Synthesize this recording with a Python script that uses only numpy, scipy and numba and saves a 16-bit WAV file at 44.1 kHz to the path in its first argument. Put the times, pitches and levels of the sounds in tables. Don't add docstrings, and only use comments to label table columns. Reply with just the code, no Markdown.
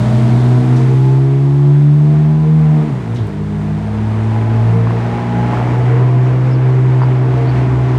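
import sys
import numpy as np
from scipy import signal
from scipy.fft import rfft, irfft
from scipy.io import wavfile
from scipy.ndimage import uniform_filter1d
from numba import njit

SR = 44100
rng = np.random.default_rng(int(sys.argv[2]) if len(sys.argv) > 2 else 0)


def volts_from_decibels(level):
    exponent = np.asarray(level, float) / 20
    return 10 ** exponent


def digitize_waveform(pressure):
    field = np.atleast_2d(pressure).T
    bounded = np.clip(field, -1, 1)
    quanta = np.round(bounded * 32767).astype(np.int16)
    wavfile.write(sys.argv[1], SR, quanta)


N = 351918
TIME = np.arange(N) / SR

# (time [s], crank frequency [Hz], load offset of order 2 [dB])
CAR_SPEED_LOAD = [(0, 60.26, 0.5), (.165, 61.33, 2), (.54, 62.42, .5), (1.04, 65.82, 0), (1.54, 69.92, 1),
                  (2.04, 74.44, 0.5), (2.54, 78, 0.5), (2.8, 76.24, 0), (2.83, 75.85, -4),
                  (2.878, 75.8, -5), (2.93, 66.05, -7), (2.996, 62.8, -10), (3.05, 55.5, -8.5),
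                  (3.09, 57.2, -9), (3.154, 59.5, 1.5), (3.198, 58.15, -3.5), (3.252, 51.87, 4),
                  (3.308, 50.1, -10), (3.4, 50.9, -2), (3.5, 51.37, -2), (3.875, 52.85, 3),
                  (4.375, 55.46, -1), (5, 58.17, -1), (5.5, 60.07, -1), (6, 62.43, 1.5), (6.5, 63.9, -.5),
                  (6.9, 63.87, 1), (7.5, 63.22, -1), (7.98, 63.15, -2)]
# (crank frequency [Hz], order 1 [dB], .., order 6 [dB])
ORDER_LEVELS = [(52.5, -49, -22.5, -20, -22.5, -46, -34.5), (52.6, -61, -25.5, -22, -23, -44, -37),
                (53.67, -55, -17.5, -34.5, -20, -45, -37), (56.3, -34.5, -10, -34, -23.5, -38, -33),
                (57.03, -33, -9, -19.5, -28, -46, -36), (59.13, -38.5, -17, -27, -23.5, -39, -35.5),
                (59.66, -30, -13.5, -16, -24.5, -30, -45), (61.3, -32, -13, -31, -32, -30, -37),
                (62.4, -37, -11.5, -35, -34.5, -27, -29.5), (65, -36, -10, -38.5, -33, -27.5, -28.5),
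                (65.9, -34, -9, -28, -27, -25.5, -26.5), (68.4, -37.5, -10.5, -38, -25, -27, -28),
                (70.9, -31.5, -9, -32.5, -24.5, -25, -39.5), (72.8, -36, -8, -30, -23, -30, -40),
                (76.6, -30.5, -8.5, -24, -30.5, -33.5, -39), (78, -33, -8.5, -25, -30.5, -46, -30)]
OPEN_CLUTCH_LEVELS = {1: -44, 3: -25, 4: -29, 5: -40.5, 6: -36.5}
# (frequency [Hz], width [Hz], level over the upper orders' level [dB])
EXHAUST_RESONANCES = [(456.5, 18, 6), (609.7, 30, 0), (679.5, 20, -1.5), (741, 34, 0.5), (847.6, 30, -0.5),
                      (1000, 20, 0), (1136, 64, -3.5)]
# (time [s], order, peak level [dB], length [s])
ORDER_SWELLS = [(.35, 12, -45, .44), (0.56, 10, -34.5, 0.14), (.921, 7, -39.5, .3), (1.08, 13, -34.5, 0.23),
                (2.4, 10, -42, 0.3), (2.447, 13, -43.5, 0.25), (2.706, 8, -41, 0.12), (2.734, 9, -39, .18),
                (2.742, 10, -39, 0.15), (3.456, 8, -37, .5), (4.408, 15, -38, 0.42),
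                (4.784, 8, -33.5, 0.077), (5.33, 14, -28.5, 0.35), (5.756, 14, -38, 0.26),
                (6.194, 11, -39.5, .24), (7.597, 11, -38.5, 0.32)]
# (time [s], upper orders [dB], road roar [dB], gas hiss [dB])
LAYER_LEVELS = [(0, -43, -34.5, -41.5), (.93, -46, -36.5, -45.5), (1.35, -48, -40.5, -50),
                (1.9, -47, -40.5, -51), (2.55, -53, -40.5, -52), (2.76, -46, -38, -51),
                (3.07, -49.5, -40.5, -52), (3.5, -53, -41.5, -53), (4.3, -45, -37, -51), (5, -46, -34, -54),
                (5.55, -41, -31, -56.5), (6.1, -41.5, -34.5, -65.5), (6.9, -43.5, -36, -58),
                (7.5, -43, -34, -61), (7.98, -40.5, -33.5, -56)]
# (frequency [Hz], relative density [dB per Hz])
HISS_SPECTRUM = [(1470, -29.5), (2500, -7.5), (2720, -6), (3030, 0.5), (3470, 3), (5530, -5.5),
                 (8680, -8.5), (15500, -31.5)]
# (time [s], peak level [dB], frequency [Hz])
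EXHAUST_POPS = [(.471, -20, 905.5), (4.318, -16.5, 850), (4.362, -15, 799.3), (4.871, -13.5, 1078),
                (4.907, -12.5, 1047), (4.932, -16, 750), (5.534, -12, 1000), (5.572, -15, 1300),
                (5.601, -15, 903), (5.614, -14, 796), (5.675, -14, 854), (7.018, -10.5, 950),
                (7.034, -10.5, 950)]
# (time [s], level before shaping [dB], centre [Hz], time to fall 60 dB [s])
AIR_PUFFS = [(2.825, -54, 8333, 0.087), (.76, -41.5, 5313, 0.34), (3.144, -45.5, 6000, 0.16),
             (3.158, -40, 3410, 0.35), (3.266, -52, 11100, .08), (3.324, -57, 10510, .04),
             (5.02, -63, 9370, 0.047)]
# (time [s], crank frequency [Hz], reference level [dB])
AHEAD_SPEED_LEVEL = [(0.03, 52.96, -20), (0.13, 54.8, -15.5), (0.33, 57, -16.5), (0.55, 61.3, -19.5),
                     (0.73, 60.75, -17.5), (0.93, 54.9, -25)]
AHEAD_ORDER_LEVELS = {2: -7.5, 3: -12.5, 4: -1.5, 6: -16.5, 12: -19}
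# (peak time [s], length [s], frequency [Hz], level [dB], fourth multiple [dB])
HUM_SWELLS = [(3.8, .9, 68.5, -30, -48.5), (7.748, .7, 67.9, -28, -29.5)]
# (frequency [Hz], relative density [dB per Hz])
ROAR_SPECTRUM = [(30, -45), (45, -28.5), (70, -15.5), (100, -17), (160, -10.5), (250, -14), (400, -17),
                 (540, -25), (800, -23), (1300, -26.5), (2100, -30), (4000, -45), (8500, -57),
                 (15000, -78.5)]
# (frequency [Hz], width [Hz], gain [dB])
TAILPIPE_RESONANCES = [(659, 88, 1), (855, 37, -5), (390.6, 21, -0.5), (950, 99, -4)]
# (time [s], level [dB])
DRONE_LEVELS = [(0.0, -38), (0.66, -31.5), (0.93, -28), (1.38, -49.5), (2.78, -28.5), (3.11, -50),
                (3.2, -36), (3.73, -41.5), (3.93, -32), (4.02, -39), (4.82, -29.5), (4.89, -51),
                (4.95, -29), (5.51, -44), (5.91, -17.5), (6.07, -33.5), (7.2, -36), (7.42, -21.5),
                (7.56, -42), (7.98, -46)]
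# (time [s], level before the burr [dB], start pitch [Hz], end pitch [Hz], length [s])
SPARROW_CHIRPS = [(6.499, -41.5, 5413, 4287, 0.074), (7.009, -46, 4800, 4540, 0.049),
                  (7.449, -43, 4234, 4594, 0.08)]


def columns(table):
    s, *values = np.transpose(table)
    return [np.interp(TIME, s, v) for v in values]


def unit(x):
    return x / np.sqrt(np.mean(x ** 2))


def band(x, hz, width):
    return signal.lfilter(*signal.iirpeak(min(hz, 18000), hz / width, fs=SR), x)


def walk(rate):
    hold = int(SR / rate)
    steps = np.repeat(rng.standard_normal(N // hold + 1), hold)
    return 1.17 * uniform_filter1d(uniform_filter1d(steps, hold), hold)[:N]


def noise(spectrum, flicker_db):
    hz, db = np.transpose(spectrum)
    bins = np.arange(N // 2 + 1) * SR / N + 1
    shape_db = np.interp(np.log(bins), np.log(hz), db, left=-90, right=-120)
    shaped = rfft(rng.standard_normal(N)) * volts_from_decibels(shape_db)
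    out = 0
    for octave in np.arange(5, 15):
        share = np.cos(np.pi / 2 * np.clip(np.log2(bins) - octave, -1, 1)) ** 2
        out = out + volts_from_decibels(flicker_db * walk(14)) * irfft(shaped * share, N)
    return out


def orders(hz, multiples, dbs, waver_db, jitter):
    turn = 2 * np.pi * np.cumsum(hz) / SR
    out = 0
    for k, db in zip(multiples, dbs):
        level = np.sqrt(2) * volts_from_decibels(db + waver_db * walk(25))
        phase = k * turn + rng.uniform(0, 2 * np.pi) + jitter * k * walk(30)
        out = out + level * np.sin(phase)
    return out


def low_orders(hz, load_db, stumble):
    speed_hz, *maps = np.transpose(ORDER_LEVELS)
    dbs = []
    for k, level_db in enumerate(maps, start=1):
        db = np.interp(hz, speed_hz, level_db)
        if k == 2:
            db = db + load_db
        else:
            db = (1 - stumble) * db + stumble * OPEN_CLUTCH_LEVELS[k]
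            db = db + (1.4 + 2 * stumble) * walk(16)
        if k in (3, 5):
            db = db - 0.5 * (TIME - 3)
        dbs.append(db)
    return orders(hz, range(1, 7), dbs, waver_db=.5 + 1.5 * stumble, jitter=.01 + .2 * stumble)


def upper_orders(hz, upper_db, stumble):
    dbs = []
    for order in range(7, 19):
        lift = sum(volts_from_decibels(db) / (1 + (2 * (order * hz - ring_hz) / width) ** 2)
                   for ring_hz, width, db in EXHAUST_RESONANCES)
        gain = volts_from_decibels(upper_db + 3.63 * walk(2.515)) * (volts_from_decibels(-1.6 * (order - 5.5)) + lift)
        for s, ringing_order, db, length in ORDER_SWELLS:
            if round(ringing_order) == order:
                gain = gain + volts_from_decibels(db) * np.exp(-2 * ((TIME - s) / length) ** 2)
        dbs.append(20 * np.log10(gain))
    return orders(hz, range(7, 19), dbs, waver_db=1 + .3 * TIME, jitter=.01 + .007 * TIME + .1 * stumble)


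def sports_car(upper_db, hiss_db):
    hz, load_db = columns(CAR_SPEED_LOAD)
    stumble = np.exp(-((TIME - 3.05) / 0.31) ** 4)
    low = low_orders(hz, load_db, stumble)
    upper = upper_orders(hz, upper_db, stumble)
    beat = 1 + 0.041 * np.sin(2 * 2 * np.pi * np.cumsum(hz) / SR)
    hiss = volts_from_decibels(hiss_db) * unit(beat * noise(HISS_SPECTRUM, flicker_db=.4))
    return low + upper + hiss


def pops():
    out = np.zeros(N)
    t = TIME[:SR // 10]
    t60_s, attack_s = .013, 0.00048
    envelope = np.exp(-np.log(1000) * t / t60_s) * np.minimum(t / attack_s, 1)
    for s, db, hz in EXHAUST_POPS:
        ring = np.sin(2 * np.pi * hz * t) * envelope
        out[int(s * SR):int(s * SR) + len(t)] += volts_from_decibels(db) * ring / np.abs(ring).max()
    return out


def puffs():
    out = np.zeros(N)
    t = TIME[:SR // 3]
    attack_s = 0.0032
    for s, db, hz, t60 in AIR_PUFFS:
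        width = 0.67 * hz
        burst = unit(band(band(rng.standard_normal(len(t)), hz, width), hz, width))
        burst = signal.sosfilt(signal.butter(2, 13000, fs=SR, output="sos"), burst)
        burst = burst * np.minimum(t / attack_s, 1) * np.exp(-np.log(1000) * t / t60)
        out[int(s * SR):int(s * SR) + len(t)] += volts_from_decibels(db) * burst
    return out


def engine_ahead():
    hz, db = columns(AHEAD_SPEED_LEVEL)
    fade = np.clip((AHEAD_SPEED_LEVEL[-1][0] + 0.084 - TIME) / 0.05, 0, 1)
    dbs = [db + beside_db + (k != 4) * 2.5 * walk(8) for k, beside_db in AHEAD_ORDER_LEVELS.items()]
    return fade * orders(hz, AHEAD_ORDER_LEVELS, dbs, waver_db=1, jitter=.02)


def humming_engine():
    out = 0
    for s, length, hz, *dbs in HUM_SWELLS:
        swell = np.exp(-2 * ((TIME - s) / length) ** 2)
        out = out + swell * orders(np.full(N, hz), (1, 4), dbs, waver_db=1.5, jitter=0.054)
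    return out


def road(db):
    roar = noise(ROAR_SPECTRUM, flicker_db=.6) * volts_from_decibels(.6 * walk(16))
    roar = roar / np.std(band(roar, 1975, 1800))
    crank_hz = columns(CAR_SPEED_LOAD)[0]
    roar = roar * (1 + 0.13 * np.sin(2 * 2 * np.pi * np.cumsum(crank_hz) / SR))
    hum = sum(volts_from_decibels(pipe_db + 0.78 * walk(5.9)) * band(roar, hz, width)
              for hz, width, pipe_db in TAILPIPE_RESONANCES)
    happens, loudness = rng.random((N, 2)).T
    clicks = (happens < 150 / SR) * volts_from_decibels(-2.5 * np.log(loudness + 1e-9))
    crackle = unit(band(band(clicks, 950, 560), 950, 560))
    return volts_from_decibels(db) * (roar + hum + volts_from_decibels(-13) * crackle)


def drone():
    ringing = unit(band(band(rng.standard_normal(N), 457.5, 11), 458.4, 12))
    return volts_from_decibels(columns(DRONE_LEVELS)[0] - 2.5) * ringing


def sparrow():
    out = np.zeros(N)
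    flutter, burr = walk(300), walk(900)
    for s, db, start_hz, end_hz, length in SPARROW_CHIRPS:
        u = np.linspace(0, 1, int(length * SR))
        span = slice(int(s * SR), int(s * SR) + len(u))
        hz = start_hz + (end_hz - start_hz) * u + 200 * flutter[span]
        tone = np.sin(2 * np.pi * np.cumsum(hz) / SR)
        out[span] += volts_from_decibels(db) * burr[span] * np.sin(np.pi * u) * tone
    return out


def whistle(hiss_db):
    return volts_from_decibels(hiss_db - 20.0) * unit(band(rng.standard_normal(N), 8600, 150))


@njit
def walls(x, lags, gain, damp):
    line, soft, out = np.zeros((8, 8192)), np.zeros(8), np.zeros(len(x))
    for i in range(len(x)):
        total = 0.
        for k in range(8):
            soft[k] += (1 - damp) * (gain[k] * line[k, (i - lags[k]) & 8191] - soft[k])
            total += soft[k]
        out[i] = total
        for k in range(8):
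            line[k, i & 8191] = x[i] + soft[k] - total / 4
    return out


def street_echo(near):
    t60_s, damp, echo_db = 0.65, 0.5, -28.5
    lags = rng.integers(900, 3500, 8)
    return volts_from_decibels(echo_db) * walls(near, lags, volts_from_decibels(-60 * lags / SR / t60_s), damp)


def scene():
    upper_db, roar_db, hiss_db = columns(LAYER_LEVELS)
    car = sports_car(upper_db, hiss_db) + pops() + puffs()
    near = car + engine_ahead() + humming_engine() + sparrow()
    background = road(roar_db) + drone() + whistle(hiss_db)
    return (near + street_echo(near) + background)[None]


def roll_off(x):
    return signal.sosfilt(signal.butter(12, 16310, fs=SR, output="sos"), x)


def record(dry):
    self_noise = volts_from_decibels(-82.5) * np.diff(rng.standard_normal(N + 1))
    mix = signal.sosfilt(signal.butter(4, 42, "high", fs=SR, output="sos"), dry + self_noise)
    mix = mix / (1 + np.abs(mix / 1.1) ** 4) ** (1 / 4)
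    return roll_off(mix)


dry = scene()
out = record(dry)
digitize_waveform(out)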